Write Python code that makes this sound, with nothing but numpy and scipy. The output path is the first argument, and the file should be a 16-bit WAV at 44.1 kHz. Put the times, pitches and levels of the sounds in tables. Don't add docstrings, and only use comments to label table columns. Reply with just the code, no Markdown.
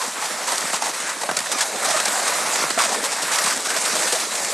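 import sys
import numpy as np
from scipy import signal
from scipy.fft import rfft, irfft, next_fast_len
from scipy.io import wavfile
from scipy.ndimage import uniform_filter1d

SR = 44100
rng = np.random.default_rng(int(sys.argv[2]) if len(sys.argv) > 2 else 0)


def dump(signal):
    limited = np.clip(np.atleast_2d(signal).T, -1, 1)
    pcm = np.round(limited * 32767).astype(np.int16)
    wavfile.write(sys.argv[1], SR, pcm)


def gain_from_decibels(decibels):
    exponent = np.asarray(decibels, float) / 20
    return 10 ** exponent


N = 199773
TIME = np.arange(N) / SR
REFERENCE_LOAD_DB = -25


def colour(x, table):
    hz, db = np.transpose(table)
    size = next_fast_len(N)
    f = np.maximum(np.fft.rfftfreq(size, 1 / SR), 1)
    gain = gain_from_decibels(np.interp(np.log(f), np.log(hz), db))
    return irfft(rfft(x, size) * gain, size)[..., :N]


def unit(x):
    return x / np.sqrt(np.mean(x ** 2))


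def walk(rate):
    hold = max(int(SR / rate), 2)
    levels = rng.standard_normal(N // 2 + 1)
    return unit(uniform_filter1d(levels[np.arange(N) // hold], hold // 2 + 1))


def grains(spread_db):
    size = np.minimum(rng.exponential(size=N), 6)
    return unit(rng.standard_normal(N) * gain_from_decibels(spread_db * size))


def patches(x, edges_hz, rate, depth_db):
    f = np.fft.rfftfreq(N, 1 / SR)
    spectrum = rfft(x)
    out = np.zeros(N)
    for lo, hi in zip(edges_hz, edges_hz[1:]):
        flicker = gain_from_decibels(depth_db * np.minimum(walk(rate), 1.5))
        out += flicker * irfft(spectrum * ((f >= lo) & (f < hi)), N)
    return out


def burst(start, length, rise):
    t = np.maximum(TIME[int(start * SR):int((start + .12) * SR)] - start, 0)
    return (1 - np.exp(-t / rise)) * np.exp(-(t / length) ** 2.3)


def add(into, start, piece):
    i = int(start * SR)
    into[i:i + len(piece)] += piece


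# (t/s, crushing load level/dB, crust hardness level/dB)
SNOW_TRACK = [(0, -26.5, -9), (.25, -25.5, 4), (.52, -23, -1), (.66, -25, 4.5), (.86, -24.5, -3),
              (1.1, -26.5, 11), (1.24, -28.5, -5), (1.55, -25, -3.5), (1.85, -22, 1), (1.98, -23, -2),
              (2.1, -21.5, -0.5), (2.28, -21, 0), (2.45, -22, -3), (2.64, -20, 5), (2.82, -22, 0.5),
              (3.1, -25, -3), (3.3, -23, 7), (3.46, -20, -2.5), (3.56, -25, 5), (3.8, -21.5, -0.5),
              (4.05, -20.5, 0), (4.35, -23, -3), (4.53, -23, -13)]
# (start t/s, length t/s, full drop in load level/dB; very short ones drop less)
HOLLOWS = [(0.062, 0.16, 3), (0.306, 0.17, 2.5), (0.693, 0.034, 2.5), (0.76, 0.06, 5.5), (0.896, 0.042, 6),
           (1.113, 0.12, 2.5), (1.247, 0.13, 2.5), (1.394, 0.12, 2), (1.59, 0.018, 1), (1.656, 0.17, 3.5),
           (2.625, 0.16, 5), (2.955, 0.076, 3), (3.596, 0.053, 4.5), (3.661, 0.043, 8.5),
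           (3.773, 0.031, 6.5), (4.23, 0.089, 3.5)]


def load():
    lift_s, land_s = 0.041, 0.011
    s, load_db, _ = np.transpose(SNOW_TRACK)
    lifted_db = np.zeros(N)
    for start, length, drop_db in HOLLOWS:
        fade = np.minimum((TIME - start) / lift_s, (start + length - TIME) / land_s)
        lifted_db += drop_db * np.clip(fade, 0, 1)
    return np.interp(TIME, s, load_db) - lifted_db + 0.046 * walk(40) + 0.29 * walk(100)


# (f/Hz, relative level/dB)
CRYSTAL_COLOUR = [(1060, -13), (1800, 1), (2520, -1.5), (2910, -7), (3780, -2.5), (6760, -0.5), (8140, 1),
                  (12100, -11.5), (12800, -16), (13500, -94)]


def hiss(change_db):
    crystals = unit(colour(grains(spread_db=2.5), CRYSTAL_COLOUR))
    crystals = patches(crystals, [0, 2600, 4200, 6500, 10000, 20000], rate=45, depth_db=1.23)
    narrow_hz = [0, 1500, 2000, 2500, 3100, 3700, 4400, 5200, 6000, 6900, 7900, 9000, 10300, 20000]
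    crystals = patches(crystals, narrow_hz, rate=14, depth_db=1.5)
    return gain_from_decibels(REFERENCE_LOAD_DB + change_db) * crystals


# (f/Hz, relative level/dB)
HULL_COLOUR = [(210, -19), (350, -16), (600, 3), (993, 2.5), (1080, 2.5), (1360, 1.5), (1930, -2.5),
               (3000, -13), (3900, -15), (6600, -120)]


def drumming(change_db):
    passes_s, turn_s, shaded_db = 3.85, 0.19, -5.5
    s, _, hard_db = np.transpose(SNOW_TRACK)
    bright_db = np.interp(TIME, s, hard_db) + 1.45 * walk(14)
    shade_db = shaded_db / (1 + np.exp((passes_s - TIME) / turn_s))
    hull_db = -2 + change_db + shade_db + 0.82 * walk(14)
    drum = unit(colour(grains(spread_db=3.5), HULL_COLOUR))
    drum = patches(drum, [0, 650, 950, 1400, 2000, 20000], rate=25, depth_db=1.5)
    belly = signal.sosfiltfilt(signal.butter(2, 1200, fs=SR, output="sos"), drum)
    upper_panels = drum - belly
    hull = gain_from_decibels(-bright_db / 2) * belly + gain_from_decibels(bright_db / 2) * upper_panels
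    return gain_from_decibels(REFERENCE_LOAD_DB + hull_db) * hull


# (f/Hz, relative level/dB)
RUMBLE_COLOUR = [(53, -64), (90, -96), (140, -27), (210, -4.5), (344, -4.5), (500, 1.5), (650, -7.5),
                 (1100, -120)]


def rumble(change_db):
    nearest_s, span_s, near_db = 3.07, 0.78, 4.5
    swell_db = near_db * np.exp(-((TIME - nearest_s) / span_s) ** 2)
    rumble_db = -14 + 0.53 * change_db + swell_db + 3.08 * walk(14)
    low = unit(colour(grains(spread_db=5.5), RUMBLE_COLOUR))
    low = patches(low, [0, 150, 260, 20000], rate=12, depth_db=2.0)
    return gain_from_decibels(REFERENCE_LOAD_DB + rumble_db) * low


# (f/Hz, relative level/dB)
SPRAY_COLOUR = [(1200, -30), (2600, 0), (4200, 2), (7000, 3), (10000, 0), (12500, -11), (13500, -31)]


def spray():
    powder = unit(colour(rng.standard_normal(N), SPRAY_COLOUR))
    return gain_from_decibels(-34.5 + 1.5 * walk(3.5)) * powder


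# (t/s, crunch level/dB, hull ring level/dB re crunch, crumbling t/s, hull tone f/Hz)
LARGE_LUMPS = [(0.003, -41, 16, 0.05, 1050), (0.213, -26.5, 0.5, 0.065, 840), (0.475, -26, 3, 0.038, 960),
               (0.518, -22.5, 3, 0.022, 790), (0.58, -13.5, -16, 0.0035, 654),
               (0.607, -21.0, -18, 0.0038, 1700), (0.731, -14.5, -11, 0.0061, 900),
               (0.739, -16.5, -0.5, 0.01, 840), (0.755, -29, 2, 0.018, 1090),
               (0.821, -15, -0.5, 0.0069, 816), (0.856, -24, -0.5, 0.017, 820),
               (0.891, -26, 6.5, 0.0056, 754), (1.001, -23, -5, 0.013, 1240), (1.092, -21.5, -8, 0.02, 824),
               (1.21, -23.5, -8, 0.025, 1040), (1.234, -23, 5, 0.0066, 800), (1.289, -31, 9.5, 0.0054, 854),
               (1.29, -29.5, 8, 0.014, 1500), (1.312, -18.5, 6, 0.0056, 810),
               (1.366, -15.5, -16, 0.0078, 1140.0), (1.3695, -14.5, -7, 0.0043, 2150),
               (1.374, -25, 2, 0.008, 1290), (1.389, -15.5, -2.5, 0.0054, 1780),
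               (1.404, -15.5, -7, 0.0036, 1840), (1.414, -30, 6, 0.0066, 940), (1.456, -30, 3, 0.019, 1500),
               (1.47, -30, 6, 0.0055, 710), (1.516, -15, -5, 0.0047, 1410), (1.522, -15, -9, 0.0086, 895),
               (1.584, -20, -4, 0.017, 1140.0), (1.606, -12, -10, 0.014, 1680),
               (1.621, -21, -1, 0.015, 940), (1.759, -27.5, 7.5, 0.0063, 770),
               (1.832, -29, 6, 0.0051, 1290), (1.846, -19, -4, 0.017, 1190), (1.885, -19.5, -3, 0.013, 850),
               (1.903, -18.5, -5, 0.017, 1850), (1.962, -20, 0, 0.022, 1190),
               (1.999, -16, -4, 0.0089, 1710), (2.055, -13, -12, 0.0064, 810),
               (2.08, -14.5, -16, 0.0077, 1600), (2.277, -16.5, 0, 0.0097, 1140),
               (2.625, -20, -14, 0.012, 1040), (2.645, -26, -2, 0.0035, 1030),
               (2.702, -17.5, -11, 0.006, 3900), (2.711, -28, 6, 0.0031, 1500),
               (2.776, -28, 2, 0.016, 1940), (2.788, -15.5, -1, 0.0099, 1150),
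               (2.798, -17.5, 2.5, 0.028, 1115), (2.838, -19, 7, 0.0043, 1090),
               (2.843, -18.5, -8, 0.02, 2250), (2.9164, -21, -1, 0.031, 796),
               (2.94, -27.5, 5.5, 0.019, 1060), (3.039, -20, -7, 0.037, 1020.0),
               (3.117, -21.5, -4, 0.029, 813), (3.219, -21.5, -19, 0.023, 990),
               (3.314, -18.5, -11, 0.043, 840), (3.385, -13.5, -12, 0.011, 1710),
               (3.437, -17, -14, 0.012, 1730.0), (3.457, -19.5, -3.5, 0.041, 1060),
               (3.499, -24.5, 2.5, 0.023, 1490), (3.517, -33, -2, 0.02, 1210), (3.559, -34, 3, 0.016, 596),
               (3.651, -22, 0, 0.015, 1140), (3.683, -22, -4, 0.043, 1570), (3.761, -17, -3, 0.015, 645),
               (3.851, -24, -1, 0.027, 1450), (4.02, -21, -13, 0.017, 1610.0),
               (4.071, -23, -3, 0.011, 1550), (4.122, -18, -1.5, 0.017, 470), (4.149, -21, 2, 0.02, 665),
               (4.197, -23, -17, 0.026, 1860), (4.35, -20.5, -15, 0.016, 1430.0),
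               (4.446, -16.5, -15, 0.0064, 860)]
# (f/Hz, relative level/dB)
CRUNCH_COLOUR = [(760, -39), (1300, -0.5), (2320, -1.5), (4420, 0.5), (6190, 1.5), (8350, 3.5),
                 (11300, -10.5), (13000, -14)]


def lumps(change_db):
    coarse = unit(colour(grains(spread_db=2.5), CRUNCH_COLOUR))
    knock = rng.standard_normal(N)
    crunch, drum = np.zeros(N), np.zeros(N)
    sharpness = 6.5
    for s, crunch_db, ring_db, length, hz in LARGE_LUMPS + crumbs(change_db):
        push = burst(s, length, rise=0.061 * length)
        add(crunch, s, gain_from_decibels(crunch_db) * push)
        i = int(s * SR)
        shake = push * knock[i:i + len(push)]
        shake[1] += gain_from_decibels(14.5)
        ring = signal.lfilter(*signal.iirpeak(hz, sharpness, fs=SR), shake)
        ring /= np.sqrt(np.pi * hz / sharpness / SR)
        add(drum, s, gain_from_decibels(crunch_db + ring_db) * ring)
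    bass_cut = signal.butter(2, 380, "high", fs=SR, output="sos")
    return crunch * coarse + signal.sosfilt(bass_cut, drum)


def crumbs(change_db):
    per_s, base_db, spread_db, length_s = 70, -33, 5, 0.0072
    when, size, ring, span, tone = rng.random((int(per_s * N / SR), 5)).T
    s = when * (N / SR - .15)
    db = base_db + change_db[(s * SR).astype(int)] - spread_db * np.log(1 - 0.64 * size)
    ring_db = -4 + 8 * (ring - .5)
    return list(zip(s, db, ring_db, length_s * (.5 + span), 620 * 2.7 ** tone))


# (t/s, level/dB, brightness level/dB per two octaves)
CRUST_SNAPS = [(0.5275, -23, -8), (0.6545, -19, 0), (0.701, -25, -4), (0.7439, -20, -8), (1.1693, -27, -14),
               (1.235, -21, -6), (0.7331, -17, 2), (0.7345, -13, 0), (1.2895, -13, -6), (1.3135, -11, -7),
               (2.6393, -10, -4), (1.371, -17, -4), (1.852, -19, -6), (1.888, -23, -8), (1.902, -14, -3),
               (1.9203, -22, -4), (1.962, -22, -9), (1.968, -25, -3), (1.975, -31, -5), (2.002, -17, 0),
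               (2.082, -14, -2), (2.187, -26, 0), (2.204, -27, 0), (2.705, -13, 9), (2.708, -13.5, 9),
               (3.131, -28, -4), (3.232, -18, -2), (3.469, -13, -5), (3.958, -19, -6), (4.072, -20, 0),
               (4.127, -21, -3), (2.7765, -16, -8)]
# (f/Hz, level/dB, 60 dB decay t/s)
SNAP_MODES = [(700, -2, .014), (1150, 0, .011), (1850, -3, .008), (2700, -6, .006), (3950, -4, .007)]


def snaps(change_db):
    small_per_s, small_db = 40, -27
    out, t = np.zeros(N), TIME[:SR // 20, None]
    hz, mode_db, t60 = np.transpose(SNAP_MODES)
    when, size, bright = rng.random((int(small_per_s * N / SR), 3)).T
    when = when * (N / SR - .06)
    level_db = small_db + change_db[(when * SR).astype(int)] + 6 * (size - .5)
    blows = CRUST_SNAPS + list(zip(when, level_db, 8 * (bright - .7)))
    bends = rng.standard_normal((len(blows), len(hz)))
    decay = np.exp(-np.log(1000) * t / t60)
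    for (s, db, bright_db), bend in zip(blows, bends):
        gain = gain_from_decibels(db + mode_db + bright_db * np.log2(hz / hz[1]) / 2)
        modes = gain * np.sin(2 * np.pi * hz * (1 + 0.091 * bend) * t) * decay
        add(out, s, modes.sum(axis=1))
    return out


# (t/s, level/dB)
BELLY_THUDS = [(0.074, -24), (0.18, -27.5), (0.308, -33), (0.471, -36), (0.638, -23.5), (0.893, -24),
               (1.071, -33), (1.165, -30), (1.401, -27), (1.554, -23), (1.868, -24), (2.708, -33),
               (2.768, -20), (2.949, -28), (3.224, -27), (3.327, -27), (3.44, -21), (3.469, -28),
               (3.564, -25), (4.126, -40)]


def thuds():
    centre_hz, t60_s = 246, 0.035
    out, t = np.zeros(N), TIME[:SR // 8]
    decay = np.exp(-np.log(1000) * t / t60_s)
    for (s, db), bend in zip(BELLY_THUDS, rng.standard_normal(len(BELLY_THUDS))):
        flex = np.sin(2 * np.pi * centre_hz * (1 + .12 * bend) * t)
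        add(out, s, gain_from_decibels(db) * flex * decay)
    return out


# (t/s, length t/s, start f/Hz, f/Hz after one length, level/dB)
PLASTIC_SQUEAKS = [(0.822, 0.0078, 830, 790, -26), (1.215, 0.0083, 986, 950, -24),
                   (1.239, 0.0098, 560, 516, -23), (1.297, 0.015, 683, 614, -21),
                   (1.318, 0.006, 744, 686, -25), (1.547, 0.017, 1230, 1200, -24),
                   (1.606, 0.016, 1736, 1660, -20), (1.852, 0.015, 790, 760, -22),
                   (1.88, 0.015, 643, 617, -20), (1.912, 0.013, 655, 650, -17.5),
                   (1.942, 0.021, 634, 620, -19), (1.986, 0.022, 1245, 1290, -22.5),
                   (2.058, .018, 827, 810, -23), (2.075, 0.015, 670, 654, -26),
                   (2.775, 0.013, 688, 676, -13), (2.792, 0.012, 1370, 1190, -15),
                   (2.803, 0.029, 1107, 1097, -19), (2.852, 0.017, 686, 624, -23)]
SQUEAK_PARTIALS_DB = [-2.5, -8, -19]


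def squeaks():
    out, waver, throb = np.zeros(N), 0.01 * walk(150), gain_from_decibels(1.5 * walk(200))
    for s, length, start_hz, end_hz, db in PLASTIC_SQUEAKS:
        i = int(s * SR)
        u = np.arange(int(1.5 * length * SR)) / (length * SR)
        hz = (start_hz + (end_hz - start_hz) * u) * (1 + waver[i:i + len(u)])
        phase = 2 * np.pi * np.cumsum(hz) / SR
        tone = sum(gain_from_decibels(p_db) * np.sin((k + 1) * phase) for k, p_db in enumerate(SQUEAK_PARTIALS_DB))
        swell = np.minimum(u / 0.088, 1) * np.exp(-u ** 3)
        add(out, s, gain_from_decibels(db) * np.sqrt(2) * tone * throb[i:i + len(u)] * swell)
    return out


def scattered(sled):
    lags = (SR * np.array([.0013, .0031, .0074, .0117, .0169])).astype(int)
    return sum((-1) ** k * np.roll(sled, lag) for k, lag in enumerate(lags)) / np.sqrt(len(lags))


# (centre t/s, length t/s)
OPENINGS = [(.0, 0.04), (0.328, 0.075), (0.497, 0.072), (1.181, 0.075), (1.521, 0.16), (1.776, 0.07),
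            (1.907, 0.077), (2.375, 0.075), (2.544, 0.065), (2.756, 0.16), (3.331, 0.12), (3.782, 0.075),
            (3.911, 0.064), (4.039, 0.071), (4.256, 0.071)]
# (f/Hz, level/dB)
WIDTH_COLOUR = [(100, 1), (500, -1), (4000, 0), (8000, 0.5), (13000, 5.5)]


def opened(sled, scatter):
    spread = colour(scatter - .5 * sled, WIDTH_COLOUR)
    opening = sum(np.clip((length / 2 - abs(TIME - s)) / 0.022, 0, 1) for s, length in OPENINGS)
    return gain_from_decibels(-14.5) * np.sin(np.pi / 2 * opening) * spread


def leaning(sled, scatter):
    fade_db_per_s, ends_s, drop_db = 0.5, 2.98, -21
    hull_band = patches(0.2 * scatter - sled, np.arange(400, 1350, 85), rate=9.2, depth_db=12.0)
    lean_db = -19.5 - fade_db_per_s * TIME + drop_db / (1 + np.exp((ends_s - TIME) / 0.16))
    return gain_from_decibels(lean_db) * unit(hull_band) * np.std(sled)


def scene():
    change_db = load() - REFERENCE_LOAD_DB
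    sled = hiss(change_db) + drumming(change_db) + rumble(change_db) + spray()
    sled += lumps(change_db) + snaps(change_db) + thuds() + squeaks()
    scatter = scattered(sled)
    side = opened(sled, scatter) + leaning(sled, scatter)
    return np.array([sled + side, sled - side])


def band_limit(x):
    return signal.sosfilt(signal.butter(12, 13730, fs=SR, output="sos"), x)


def record(dry):
    rounded = np.tanh(1.095 * dry) / 1.576
    wet = signal.sosfilt(signal.butter(14, 136, "high", fs=SR, output="sos"), rounded)
    wet = signal.sosfilt(signal.ellip(10, .3, 80, 12650, fs=SR, output="sos"), wet)
    return band_limit(wet)


dry = scene()
out = record(dry)
dump(out)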